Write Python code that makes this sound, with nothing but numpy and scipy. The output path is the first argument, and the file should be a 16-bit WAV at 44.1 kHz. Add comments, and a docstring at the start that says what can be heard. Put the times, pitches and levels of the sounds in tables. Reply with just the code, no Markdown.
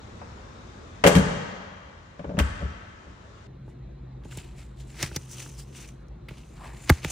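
"""Car bonnet slam, then clips at a window

In a tiled showroom a hand drops a car bonnet onto its catch, then presses until the latch shuts: struck
modes and rattle noise, with a long echo over ventilation. After a cut, close to the microphone, fingers
work plastic clips along a fabric cover at the edge of a window pane: noise cracks over a thumping pane,
and fibre crackle for the cloth, above a low wavering hum.
"""
import sys
import numpy as np
from scipy import signal
from scipy.fft import rfft, irfft
from scipy.io import wavfile
from scipy.ndimage import uniform_filter1d

SR = 44100
rng = np.random.default_rng(int(sys.argv[2]) if len(sys.argv) > 2 else 0)


def master_out(mix):
    """Clip the mix to full scale and print it as 16-bit PCM to the path in sys.argv[1]."""
    frames = np.transpose(np.atleast_2d(mix))
    ceiling = np.clip(frames, -1, 1)
    pcm = np.round(ceiling * 32767).astype(np.int16)
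    wavfile.write(sys.argv[1], SR, pcm)


N = 313551

CUT_S = 3.47  # the showroom gives way to the window
PALM_S = 1.8  # from here a palm lies on the panel
# How alike the two microphone ports hear a room. Each row: frequency in Hz, left-right likeness (-1 to 1).
PORT_LIKENESS = [(60, 0.97), (150, 1), (380, 0.42), (950, -0.18), (2380, 0.007), (5980, 0.18),
                 (15000, -0.34)]
# How far a room leans to the left port. Each row: frequency in Hz, left minus right in dB.
PORT_LEAN = [(60, 0.46), (240, 0.175), (950, 2.46), (3770, 4.1), (15000, 25)]


def bonnet():
    """Each blow rings the stiff edge, bends the wide panel, rattles the catch and shakes the car's nose."""
    # Blows on the bonnet. Each row: start in seconds, edge ring peak in dB, panel flex peak in dB,
    # rattle in dB, rattle tilt in dB per octave, body boom peak in dB; all before the left-right lean.
    blows = [(0.214, -36.5, -59.5, -37.5, -9, -58.5), (1.038, -6, -45, -11, -1.5, -44.5),
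             (1.051, -4.5, -11, -16, -3, -38.5), (1.063, -6, -12, -11, 1.6, -43),
             (1.071, -7, -25, -12, 5, -45), (1.096, -25, -39, -18, -15, -32),
             (1.116, -20, -61, -28, 1.5, -42.5), (1.151, -10.5, -2, -15.5, 2, -12),
             (1.162, -12, -30, -18, 1, -24), (1.183, -17, -10.5, -25.5, 3.5, -48),
             (2.193, -22.5, -23, -33, -4.5, -38), (2.243, -18.5, -28, -30, -8.5, -27),
             (2.271, -28.5, -23, -53, -22, -46), (2.292, -19, -24, -36, -6, -42),
             (2.308, -22, -21.5, -47.5, -5, -43), (2.337, -24, -15.5, -69, 4, -29),
             (2.369, -21, -9, -31, -6, -55), (2.379, -12.5, -17, -28.5, -4, -33),
             (2.388, -18.5, -8.5, -14, 2, -6), (2.397, -15, -14.5, -16, 0, -25),
             (2.604, -26.5, -36, -60, -9, -24), (2.617, -24.5, -18.5, -59, -11, -20),
             (2.646, -31, -25.5, -55, -6, -36), (3.069, -36.5, -36, -69, -2, -36)]
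    # Bending modes of the wide panel. Each row: frequency in Hz, level in dB, free t60 in seconds.
    panel_modes = [(174, -1, 0.12), (198.3, -14.5, 0.17), (258.8, -10.5, 0.12), (168, -23, 0.93),
                   (181.2, -26.5, 1.3)]
    # Modes of the stiff front edge. Each row: frequency in Hz, level in dB, free t60 in seconds.
    edge_modes = [(316, -4.5, 0.0404), (403.7, -10, 0.23), (472.6, -1.5, 0.055), (498, -8.5, 0.17),
                  (567, -0.5, 0.068), (629, -6.5, 0.051), (664, -8.5, 0.11), (724, -13.5, 0.06),
                  (870, -11, 0.035)]
    # Catch and grille, before the tilt of each blow. Each row: frequency in Hz, level in dB per Hz.
    rattle_spectrum = [(410, -86.5), (700, -10), (2100, -14), (3080, -16), (3330, -21), (4060, -25.5),
                       (7870, -30), (11500, -39), (15400, -47.5), (16500, -59.5)]
    # Thin steel sizzle of the latch. One row: level in dB, centre in Hz, width in Hz, t60 in seconds.
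    latch_sizzle = (-36, 14600, 1700, 0.1)
    latch_s = 2.388  # the latch shuts
    palm_db_per_s = 277  # extra decay under the palm
    rattle_t60 = 0.089  # seconds, without the palm
    right_lag_ms = 0.28  # the catch is nearer the left port
    bright_lean = amp([[1.25], [-1.25]])  # dB, left then right
    dull_lean = amp([[1.3], [-1.3]])

    out, t = np.zeros((2, N)), np.arange(SR) / SR
    boom = struck([(69, 0, 0.24)], contact_ms=0.93, travel_ms=14.0)  # the nose shakes as a whole
    flex = struck(panel_modes, contact_ms=2.2, travel_ms=9.0)
    for s, edge_db, flex_db, rattle_db, tilt_db, boom_db in blows:
        palm = amp(-palm_db_per_s * t * (s > PALM_S))
        # the tilt turns about 2000 Hz: harder contact is brighter
        colour = [(hz, db + tilt_db * np.log2(hz / 2000)) for hz, db in rattle_spectrum]
        noise = evened(coloured(rng.standard_normal((3, len(t))), colour))
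        rattle = 0.21 * noise[0] + noise[1:]  # a little is shared by both ports
        rattle = rattle * amp(rattle_db - 60 * t / rattle_t60) * np.minimum(t / 0.0015, 1)
        edge = amp(edge_db) * struck(edge_modes, contact_ms=0.88, crunch_ms=3.3)
        bright = (edge + rattle) * palm * bright_lean
        add(out[0], s, bright[0])
        add(out[1], s + right_lag_ms / 1000, bright[1])
        dull = amp(flex_db) * flex * palm + amp(boom_db) * boom
        add(out, s, dull * dull_lean)

    db, hz, width, t60 = latch_sizzle
    sizzle = np.array([steep(x, hz, width) for x in rng.standard_normal((2, len(t)))])
    add(out, latch_s, amp(db - 60 * t / t60) * sizzle)
    return out


def hall(x):
    """Showroom echo: sparse taps of random sign, each band dying at its own speed, on three paths."""
    # Decay of the tiled room. Each row: frequency in Hz, t60 in seconds.
    decay = [(60, 1.29), (200, 0.98), (1000, 2.08), (3000, 1.94), (6000, 1.5), (9000, 0.7), (14000, 0.21)]
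    # Colour of the echo at its start. Each row: frequency in Hz, level in dB.
    echo_colour = [(60, -2), (200, 1.5), (600, 0.5), (1400, 12), (2600, 2.5), (4000, 6), (8000, 10),
                   (12000, 6)]
    hz, t, _ = signal.stft(np.zeros(2 * SR), SR, nperseg=1024)
    same = np.clip(read(PORT_LIKENESS, hz), -1, 1)[:, None]
    lean = amp(read(PORT_LEAN, hz))[:, None]
    dying = amp(read(echo_colour, hz)[:, None] - 60 * t / read(decay, hz)[:, None])
    turn = 2 * np.pi * 25 * np.arange(4 * SR) / SR  # 25 Hz turn from path to path
    out = np.zeros((2, N))
    for k in range(3):
        taps = np.zeros((2, 2 * SR))
        slots = np.arange(300, 2 * SR - 20, 20)  # one tap at random in every 20 samples
        at = slots + rng.integers(0, 20, (2, len(slots)))
        np.put_along_axis(taps, at, rng.choice([-1., 1.], at.shape), 1)
        z = signal.stft(taps, SR, nperseg=1024)[2]
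        z[1] = (same * z[0] + np.sqrt(1 - same ** 2) * z[1]) / lean
        tail = signal.istft(z * dying, SR, nperseg=1024)[1]
        # the three gains keep the total power steady
        fed = x.mean(0)[:4 * SR] * np.sqrt(2 / 3) * np.cos(turn + np.pi * k / 3)
        add(out, 0, signal.fftconvolve(fed[None], tail / np.linalg.norm(tail[0]), axes=1))
    return out


def clips():
    """A short plastic crack, brighter when harder, and the window pane thumping under it."""
    # Clip snaps, ticks and short scrapes. Each row: start in seconds, crack peak in dB,
    # crack centre in Hz, crack t60 in seconds, pane thump peak in dB.
    snaps = [(3.677, -54.5, 927, 0.069, -35), (4.236, -49, 2500, 0.016, -57), (4.251, -52, 900, .025, -33),
             (4.31, -46, 2900, .05, -64), (4.319, -41, 1530, .04, -60), (4.326, -40, 1560, 0.017, -60),
             (4.371, -29.5, 7250, 0.028, -29.5), (4.385, -34.5, 2560, 0.014, -54),
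             (4.428, -45, 2300, .02, -64), (4.442, -45, 2860, 0.033, -52), (4.531, -53, 1100, .04, -60),
             (5.027, -12, 5300, 0.011, -64), (5.029, -17.5, 2190, 0.011, -22.5),
             (5.037, -26, 2530, 0.029, -47), (5.114, -37.5, 1480, 0.0098, -33.5),
             (5.161, -16, 5450, 0.022, -24), (5.165, -27.5, 1760, 0.026, -40),
             (5.402, -31, 2060, 0.0063, -56), (5.461, -38, 1090, 0.012, -39),
             (6.083, -52.5, 5600, 0.014, -63), (6.284, -34, 2240, 0.044, -39.5),
             (6.309, -40.5, 1700, 0.0095, -33.5), (6.434, -49, 2800, 0.016, -64),
             (6.58, -48, 1200, 0.034, -64), (6.894, -10.5, 3730, 0.011, -13.5),
             (6.898, -4, 1555, 0.017, -4.5), (6.906, -29.5, 960, 0.057, -18.5),
             (7.042, -32.5, 6500, .03, -37), (7.047, -17, 2240, 0.0088, -20.5)]
    # Modes of the pane, deepest first. Each row: frequency in Hz, relative level in dB, t60 in seconds.
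    pane_modes = [(76.5, 0, 0.08), (154, -3.5, 0.046), (309, -20, 0.084), (420, -15.5, 0.02),
                  (833, 8.5, 0.041), (1590, 4.5, 0.026)]
    out, t = np.zeros(N), np.arange(SR // 10) / SR
    thump = struck(pane_modes[1:], contact_ms=1.946, travel_ms=7.51)
    deep = struck(pane_modes[:1], contact_ms=2.2, travel_ms=12.3)
    for s, db, hz, t60, thump_db in snaps:
        onset = np.minimum(t / (0.092 * t60), 1)  # a longer scrape starts softer
        burst = rng.standard_normal(len(t)) * amp(-60 * t / t60) * onset
        spray = amp(-7.5 + 0.24 * db) * steep(burst, 4500, 16000)
        add(out, s, amp(db) * peaked(steep(burst, hz, 0.67 * hz) + spray))
        # only hard snaps bend the whole pane
        add(out, s, amp(thump_db) * thump + amp(1.36 * thump_db) * deep)
    return out


def fabric():
    """Clumped fibre crackle through the weave: a rub and a higher hiss move by stroke, a dull drag below."""
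    # Finger strokes on the cloth. Each row: peak in seconds, rise in seconds, fall in seconds,
    # rubbing in dB, rubbing pitch in Hz, high hiss in dB, high hiss pitch in Hz.
    strokes = [(3.7, 0.088, 0.076, -67, 2000, -73, 6900), (4.25, 0.028, .1, -62.5, 2600, -65, 6500),
               (4.32, 0.081, 0.19, -55.5, 2820, -56, 7350), (4.379, 0.12, 0.29, -50, 2720, -56.5, 7400),
               (4.584, 0.057, 0.19, -53.5, 2380, -57, 7350), (4.804, 0.069, 0.1, -53.5, 3380, -58.5, 7100),
               (4.9, 0.11, .2, -57, 2500, -59.5, 7400), (5.027, 0.11, 0.13, -34.5, 2300, -39.5, 5750),
               (5.161, 0.055, 0.028, -41, 2700, -43, 5800), (5.22, 0.19, 0.24, -57, 2690, -55, 6100),
               (5.33, .1, 0.087, -67, 3600, -43.5, 6000), (5.41, 0.22, 0.27, -47, 2900, -44.5, 6130),
               (5.602, 0.087, 0.059, -53, 3300, -45, 4940), (5.68, 0.12, .3, -64, 2700, -67, 6200),
               (5.765, 0.096, 0.25, -53.5, 3000, -50, 6170), (5.83, 0.17, 0.1, -49.5, 2480, -54, 6000),
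               (5.89, 0.084, 0.052, -55, 2400, -54.5, 6100), (6.3, 0.027, 0.45, -56, 2370, -74, 6340),
               (6.38, 0.12, 0.13, -57, 3300, -63.5, 6100), (6.46, 0.28, 0.36, -77, 3000, -65.5, 6150),
               (6.67, 0.35, 0.21, -52.5, 2440, -60, 7450), (6.78, 0.23, 0.16, -55.5, 2260, -62, 6760),
               (6.895, 0.07, 0.23, -39.5, 2120, -47.5, 6400), (6.84, 0.24, 0.23, -54.5, 2410, -52.5, 7140),
               (7.044, 0.052, 0.14, -38, 2660, -49, 6140), (7.11, 0.08, .1, -41, 2670, -37, 6500)]
    # Cover dragged over the sill. Each row: peak in seconds, rise in seconds, fall in seconds,
    # level in dB, pitch in Hz.
    drags = [(6.64, 0.12, 0.27, -43.5, 930), (7.2, 0.13, 0.13, -45.5, 770), (6.675, .12, 0.17, -49, 1610)]
    # Colour of the weave. Each row: frequency in Hz, level in dB per Hz.
    weave_spectrum = [(180, -1), (300, 10), (607, 5), (2890, -3.5), (3770, -6.5), (9980, -1.5),
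                      (12600, -8.5), (15400, 1), (16500, -44)]
    s, rise, fall, rub_db, rub_hz, hiss_db, hiss_hz = np.transpose(strokes)[..., None]
    shape = swell(s, rise, fall)
    rub_gain, rub_hz = stroked(shape, rub_db, rub_hz)
    hiss_gain, hiss_hz = stroked(shape, hiss_db, hiss_hz)
    clumps = amp(2.6 * evened(uniform_filter1d(rng.standard_normal((2, N)), size=250)))
    # grain levels scatter widely in dB, so single fibres stand out
    grains = rng.standard_normal((2, N)) * amp(2.47 * np.minimum(rng.exponential(1, N), 6))
    crackle = grains * clumps
    weave = coloured(crackle, weave_spectrum)
    # each has a moving resonance and a broad fixed one
    hiss = evened(steep(weave[1], hiss_hz, 1230) + 1.67 * steep(weave[1], 6900, 5500))
    rub = evened(steep(weave[0], rub_hz, 1400) + 2.0 * steep(weave[0], 3490, 3600))
    drag = sum(amp(db) * swell(s, rise, fall) * steep(crackle[1], hz, 700)
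               for s, rise, fall, db, hz in drags)
    return rub_gain * rub + hiss_gain * hiss + drag


def swell(s, rise, fall):
    """Gain that climbs to a peak at s and sinks again, straight in dB: 30 dB in each of rise and fall."""
    t = np.arange(N) / SR - s
    return amp(-30 * np.maximum(-t / rise, t / fall))


def stroked(shape, db, hz):
    """Level of overlapping strokes, and their pitch averaged by power, so the loudest leads."""
    power = shape ** 2 * amp(2 * db) + 1e-30
    total = power.sum(0)
    return np.sqrt(total), (power * hz).sum(0) / total


def widened(x, side_db):
    """Nearby reflections reach the two ports in opposite sense, above the bass."""
    # Spread of the close place, before side_db. Each row: frequency in Hz, side minus mid in dB.
    spread = [(60, -52), (130, -44), (290, -11.5), (640, 1), (1410, -8.5), (3100, -9), (6820, 4.5),
              (15000, -4)]
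    taps = rng.standard_normal(1300) * np.exp(-np.arange(1300) / (0.0078 * SR))
    reflected = signal.oaconvolve(x, taps / np.linalg.norm(taps))[:N]
    side = amp(side_db) * coloured(reflected, spread)
    return np.array([x + side, x - side])


def hum():
    """Narrow bands of noise, each wavering in level like an unsteady drone."""
    # Hum bands. Each row: centre in Hz, width of each of two passes in Hz, level in dB.
    drones = [(43, 31, -54.5), (55.4, 13.6, -46), (86, 123, -56.5), (129.2, 17.3, -47), (175, 113, -60.5),
              (351.4, 27, -62.5)]
    return sum(amp(db) * steep(rng.standard_normal(N), hz, width) for hz, width, db in drones)


def air(spectrum, patchy_db):
    """Steady room noise from random short-time spectra with drifting patches, rms 1."""
    frames, hz = N // 512 + 5, np.fft.rfftfreq(2048, 1 / SR)
    a, b, c, d, patches = rng.standard_normal((frames, 1025, 5)).T
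    patches = uniform_filter1d(patches, size=10, axis=0)
    patches = evened(uniform_filter1d(patches, size=5, axis=1))
    same = np.clip(read(PORT_LIKENESS, hz), -1, 1)[:, None]
    left = a + 1j * b
    right = same * left + np.sqrt(1 - same ** 2) * (c + 1j * d)
    right = right / amp(read(PORT_LEAN, hz))[:, None]
    steadier_bass = np.minimum(hz / 300, 1)[:, None]
    level_db = read(spectrum, hz)[:, None] + patchy_db * patches * steadier_bass
    z = np.array([left, right]) * amp(level_db)
    return evened(signal.istft(z, nperseg=2048, noverlap=1536)[1][:, :N])


def struck(modes, contact_ms, crunch_ms=0, travel_ms=0):
    """Modes rung by a half-sine push, repeated unevenly by a crunch; bending waves bring low modes late."""
    t = np.arange(SR) / SR
    hz, db, t60 = np.transpose(modes)[..., None]
    side = (-1) ** np.arange(len(modes))[:, None]  # neighbouring modes start in opposite directions
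    late = np.maximum(t - travel_ms / 1000 * np.sqrt(100 / hz), 0)  # travel_ms is the delay at 100 Hz
    ring = (side * amp(db - 60 * late / t60) * np.sin(2 * np.pi * hz * late)).sum(0)
    push = np.sin(np.pi * np.clip(t[:900] * 1000 / contact_ms, 0, 1))
    if crunch_ms:
        crunch = rng.standard_normal(1500) * np.exp(-t[:1500] * 1000 / crunch_ms)
        push = signal.oaconvolve(push, crunch)
    return peaked(signal.oaconvolve(ring, push)[:len(t)])


def band(x, hz, width):
    """A resonance that follows the curve hz: shift down, smooth, shift back."""
    turn = np.exp(2j * np.pi * np.cumsum(hz * np.ones(len(x))) / SR)
    r = np.exp(-np.pi * width / SR)
    return 2 * (turn * signal.lfilter([1 - r], [1, -r], x / turn)).real


def steep(x, hz, width):
    """A resonance applied twice, rms 1."""
    return evened(band(band(x, hz, width), hz, width))


def coloured(x, spectrum):
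    """Filters by a spectrum table."""
    gain = amp(read(spectrum, np.fft.rfftfreq(x.shape[-1], 1 / SR)))
    return irfft(rfft(x) * gain, x.shape[-1])


def read(points, hz):
    """Reads a spectrum table on a log-frequency axis."""
    f, value = np.transpose(points)
    return np.interp(np.log(hz + 1), np.log(f + 1), value)


def amp(db):
    """Decibels to gain."""
    return 10 ** (np.asarray(db) / 20)


def evened(x):
    """Scales to rms 1."""
    return x / np.sqrt(np.mean(x ** 2) + 1e-20)


def peaked(x):
    """Scales to peak 1."""
    return x / (abs(x).max() + 1e-12)


def add(mix, s, sound):
    """Mixes a sound in at time s."""
    part = mix[..., round(s * SR):][..., :sound.shape[-1]]
    part += sound[..., :part.shape[-1]]


def scene():
    """The showroom, then the close scene at the window."""
    # Showroom ventilation. Each row: frequency in Hz, relative level in dB per Hz.
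    ventilation = [(12, -64), (20, -32), (37, -7), (70, 1), (150, -11), (210, -10.5), (285, -14.5),
                   (459, -16), (759, -19.5), (1150, -17.5), (2260, -27), (3250, -30.5), (3700, -28),
                   (4300, -32.5), (6910, -33), (11800, -61.5), (16000, -67)]
    # Room noise at the window. Each row: frequency in Hz, relative level in dB per Hz.
    window_room = [(94, -12), (160, 1), (347, -9.5), (440, -11.5), (620, -17.5), (1200, -21.5), (2000, -27),
                   (3300, -34), (4050, -29.5), (4700, -42.5), (7500, -50.5), (9500, -60)]
    t = np.arange(N) / SR
    blows = bonnet()
    to_room = amp(-3.5 * (t > PALM_S))  # under the palm less reaches the room
    echo = amp(-0.67) * hall(blows * to_room)
    showroom = blows + echo + amp(-43) * air(ventilation, patchy_db=1.2)

    room = amp(-53.5) * air(window_room, patchy_db=1.95)[0] + hum()
    window = widened(clips(), side_db=-8.5) + widened(fabric(), side_db=-6.5) + widened(room, side_db=1.5)
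    after = np.clip((t - CUT_S) / 0.0012, 0, 1)
    return showroom * (1 - after) + window * after


def record(dry):
    """Gain control pulls the showroom down after each slam and creeps back; then the band limit."""
    t = np.arange(N) / SR
    power_db = 10 * np.log10(abs(uniform_filter1d((dry ** 2).mean(0), size=2000)) + 1e-12)
    fall = 4.9 * t  # the held level sinks this many dB a second
    held_db = np.maximum.accumulate(power_db + fall) - fall
    over_db = np.maximum(held_db + 26, 0)  # above a threshold of -26 dB
    step = 1 / (0.15 * SR)  # smoothed over 0.15 s
    slow_db = signal.lfilter([step], [1, step - 1], over_db)
    ducked = dry / amp(0.4 * slow_db * (t < CUT_S))
    low_cut = signal.butter(3, 42, "high", fs=SR, output="sos")  # small microphone
    ducked = signal.sosfilt(low_cut, ducked)
    ducked = ducked / (1 + abs(ducked) ** 6) ** (1 / 6)  # soft overload near full scale
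    top_cut = signal.firwin(511, 16450, window=("kaiser", 9), fs=SR)
    return signal.oaconvolve(ducked, top_cut[None], "same")


dry = scene()
out = record(dry)
master_out(out)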